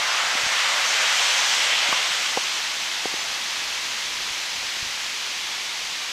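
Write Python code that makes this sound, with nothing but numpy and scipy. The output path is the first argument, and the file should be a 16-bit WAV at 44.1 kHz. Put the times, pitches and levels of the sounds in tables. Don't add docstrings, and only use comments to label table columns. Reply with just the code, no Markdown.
import sys
import numpy as np
from scipy import signal
from scipy.io import wavfile
from scipy.ndimage import uniform_filter1d

SR = 44100
rng = np.random.default_rng(int(sys.argv[2]) if len(sys.argv) > 2 else 0)


def materialize(psi):
    bounded = np.clip(np.atleast_2d(psi).T, -1, 1)
    quanta = np.round(bounded * 32767).astype(np.int16)
    wavfile.write(sys.argv[1], SR, quanta)


def volts_from_db(level):
    exponent = np.asarray(level, float) / 20
    return 10 ** exponent


N = 269892
TIME = np.arange(N) / SR


def evened(x):
    return x / np.sqrt(np.mean(x ** 2) + 1e-20)


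def add(mix, s, sound):
    part = mix[round(s * SR):][:len(sound)]
    part += sound[:len(part)]


def bump(s, length):
    return np.exp(-((TIME - s) / length) ** 2)


def hiss(spectrum, patchy_db, patch_bins, patch_frames):
    size, hop = 1024, 256
    hz = np.fft.rfftfreq(size, 1 / SR)
    real, imag, patches = rng.standard_normal((N // hop + 5, len(hz), 3)).T
    patches = uniform_filter1d(patches, round(patch_bins), axis=0)
    patches = uniform_filter1d(patches, round(patch_frames), axis=1)
    f, db = np.transpose(spectrum)
    colour_db = np.interp(np.log(hz + 1), np.log(f + 1), db, left=-70, right=-70)
    z = (real + 1j * imag) * volts_from_db(colour_db[:, None] + patchy_db * evened(patches))
    return evened(signal.istft(z, nperseg=size, noverlap=size - hop)[1][:N])


def breaking(crest_db, build_db, crest_s, drain_s, drain_db):
    build = build_db * np.maximum(crest_s - TIME, 0)
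    drain = drain_db * np.maximum(TIME - drain_s, 0)
    return crest_db - build - drain


# f/Hz, level/dB [per Hz]
FAR_COLOUR = [(30, -37), (100, -21.5), (250, -16), (450, -14), (650, -11), (950, -5.5), (1400, -6),
              (2050, -1), (3300, -.5), (4700, -3), (6400, -5.5), (9000, -18.5), (12000, -23),
              (15700, -34.5)]


def far_wash():
    level_db, sag_s, sag_db_per_s = -27.5, 3.56, 0.62
    sag_db = sag_db_per_s * np.maximum(TIME - sag_s, 0)
    return volts_from_db(level_db - sag_db) * hiss(FAR_COLOUR, 0.15, 14, 22)


# t/s, tumble level/dB [gain], spray level/dB [gain]
SURGES = [
    (.2, 0.8, 2.5),
    (.6, 1, 2.5),
    (1.0, 3, 1),
    (1.35, 0.5, 1.5),
    (1.74, 0.2, 1),
    (2.2, .5, -0.7),
]


def surges():
    length_s = 0.13
    tumble_db = sum(db * bump(s, length_s) for s, db, _ in SURGES)
    spray_db = sum(db * bump(s, length_s) for s, _, db in SURGES)
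    return tumble_db, spray_db


# f/Hz, level/dB [per Hz]
TUMBLE_COLOUR = [(250, -26), (380, -20), (520, -3.5), (900, 2), (1500, 4), (2200, 3.5), (3000, -8),
                 (4000, -15), (6000, -8)]
# crest level/dB, build [dB per s], crest t/s, drain start t/s, drain [dB per s]
TUMBLE_SHAPE = (-27.5, 3, 0.2, 1.9, 16)


def tumble(surge_db):
    backwash_db, backwash_end_s, fade_db_per_s = -39.5, 3.5, 9
    trickle_db = backwash_db - fade_db_per_s * np.maximum(TIME - backwash_end_s, 0)
    level_db = np.maximum(breaking(*TUMBLE_SHAPE), trickle_db) + surge_db
    return volts_from_db(level_db) * hiss(TUMBLE_COLOUR, 1.22, 12, 24)


# f/Hz, level/dB [per Hz]
SPRAY_COLOUR = [(1200, -41), (2000, -3), (3100, 1), (4000, -3.5), (4800, -9.5), (6500, -24)]
# crest level/dB, build [dB per s], crest t/s, drain start t/s, drain [dB per s]
SPRAY_SHAPE = (-25, 5.5, 1.22, 1.96, 13.5)


def spray(surge_db):
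    return volts_from_db(breaking(*SPRAY_SHAPE) + surge_db) * hiss(SPRAY_COLOUR, 0.75, 22, 14.4)


# f/Hz, level/dB [per Hz]
FIZZ_COLOUR = [(3500, -14), (4800, -1.5), (6000, 0.5), (7500, -4), (8400, -8), (9500, -18.5), (12500, -22),
               (15700, -41)]
# crest level/dB, build [dB per s], crest t/s, drain start t/s, drain [dB per s]
FIZZ_SHAPE = (-28, 6.5, 1.2, 2.3, 22)


def fizz():
    collapse_s, collapse_db = 1.68, -5
    burst = (1 + np.tanh((TIME - collapse_s) / .04)) / 2
    return volts_from_db(breaking(*FIZZ_SHAPE) + collapse_db * burst) * hiss(FIZZ_COLOUR, 1.2, 30, 13.7)


# f/Hz, level/dB [per Hz]
WIND_COLOUR = [(10, -3), (30, -2), (70, -4), (140, -16), (260, -25)]
# t/s, rise level/dB, length [s]
GUSTS = [
    (1.6, 4, 1),
    (3.7, 6.5, 0.24),
    (4.12, 8, .12),
    (4.6, 9.5, 0.33),
    (5.7, 5, .3),
]


def wind():
    calm_db = -69
    level_db = calm_db + sum(db * bump(s, length) for s, db, length in GUSTS)
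    return volts_from_db(level_db) * hiss(WIND_COLOUR, 3, 3, 12)


# t/s, low mode f/Hz, level/dB, high mode f/Hz, level/dB
KNOCKS = [
    (.3515, 280, -8.5, 600, -40),
    (1.889, 290, -8, 600, -40),
    (1.9254, 290, -1.5, 1550, -5.5),
    (1.9267, 630, -2.5, 1130, -.5),
    (2.3731, 540, 7, 765, 0),
    (2.3775, 1150, -5, 590, -9),
    (3.0557, 434, 3.4, 750, -7),
    (3.1393, 386, -5, 700, -22),
]


def knocks():
    low_t60_s, high_t60_s = .0073, .015
    out, t = np.zeros(N), np.arange(3000) / SR
    soft_onset = 1 - np.exp(-t / .003)
    for s, low_hz, low_db, high_hz, high_db in KNOCKS:
        low = volts_from_db(low_db - 60 * t / low_t60_s) * np.cos(2 * np.pi * low_hz * (t - .0015))
        high = volts_from_db(high_db - 60 * t / high_t60_s) * np.sin(2 * np.pi * high_hz * t)
        add(out, s, (low - high) * soft_onset)
    small_case_hz = 130
    return signal.lfilter(*signal.butter(3, small_case_hz, "high", fs=SR), out)


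# t/s, peak level/dB, length [s], direction [signed factor]
PUFFS = [
    (0.436, -38, .005, -1),
    (.439, -44, .006, 1),
    (0.443, -41, .005, -1),
    (.456, -46, 0.011, 1),
    (.4665, -29.5, 0.0028, -1.04),
    (3.301, -46, .006, -1),
    (4.309, -40, .006, 1),
    (4.829, -31, 0.0059, -1.1),
    (4.865, -39, .0056, -1),
]


def puffs():
    out, t = np.zeros(N), np.arange(3000) / SR
    lead_s = .02
    for s, db, length, direction in PUFFS:
        u = (t - lead_s) / length * 3
        push = np.exp(-u ** 2) - 0.16 * np.exp(-(u / 4) ** 2)
        add(out, s - lead_s, direction * volts_from_db(db) * push)
    return out


# t/s, level/dB
SNAP = (1.9255, -27)


def button_snap():
    out, t = np.zeros(N), np.arange(3000) / SR
    s, db = SNAP
    add(out, s, volts_from_db(db - 60 * t / 0.0044) * rng.standard_normal(len(t)))
    return out


def scene():
    tumble_surge_db, spray_surge_db = surges()
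    shore = far_wash() + tumble(tumble_surge_db) + spray(spray_surge_db) + fizz()
    handling = wind() + knocks() + puffs() + button_snap()
    return np.tile(shore + handling, (2, 1))


def treble_patches(mono):
    per_s, top_hz = 4.1, 15676
    half, first = 1024, 947
    side, n = np.zeros(N), np.arange(2 * half)
    window = np.sin(np.pi * (n + .5) / (2 * half))
    count = round(per_s * N / SR)
    for k, (when, where, wide) in enumerate(rng.random((count, 3))):
        start = first + half * int((k + when) / count * ((N - first) // half - 2))
        spread = (k * (np.sqrt(5) - 1) / 2 + where / count) % 1
        low_hz = np.interp(spread, (0, 1), (4200, 14500))
        high_hz = min(low_hz + np.interp(wide, (0, 1), (1200, 2300)), top_hz)
        bins = np.arange(round(low_hz * 2 * half / SR), round(high_hz * 2 * half / SR))
        waves = window * np.cos(np.pi / half * np.outer(bins + .5, n + .5 + half / 2))
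        level = np.sqrt(np.mean((waves @ mono[start:start + 2 * half]) ** 2))
        noise = rng.standard_normal(len(bins)) @ waves
        add(side, start / SR, volts_from_db(-5) * level * 2 / half * noise)
    return side


def band_limit(x):
    return signal.sosfilt(signal.butter(12, 15730, fs=SR, output="sos"), x)


def record(dry):
    mix = dry + treble_patches(dry[0]) * [[1], [-1]]
    return band_limit(mix)


dry = scene()
out = record(dry)
materialize(out)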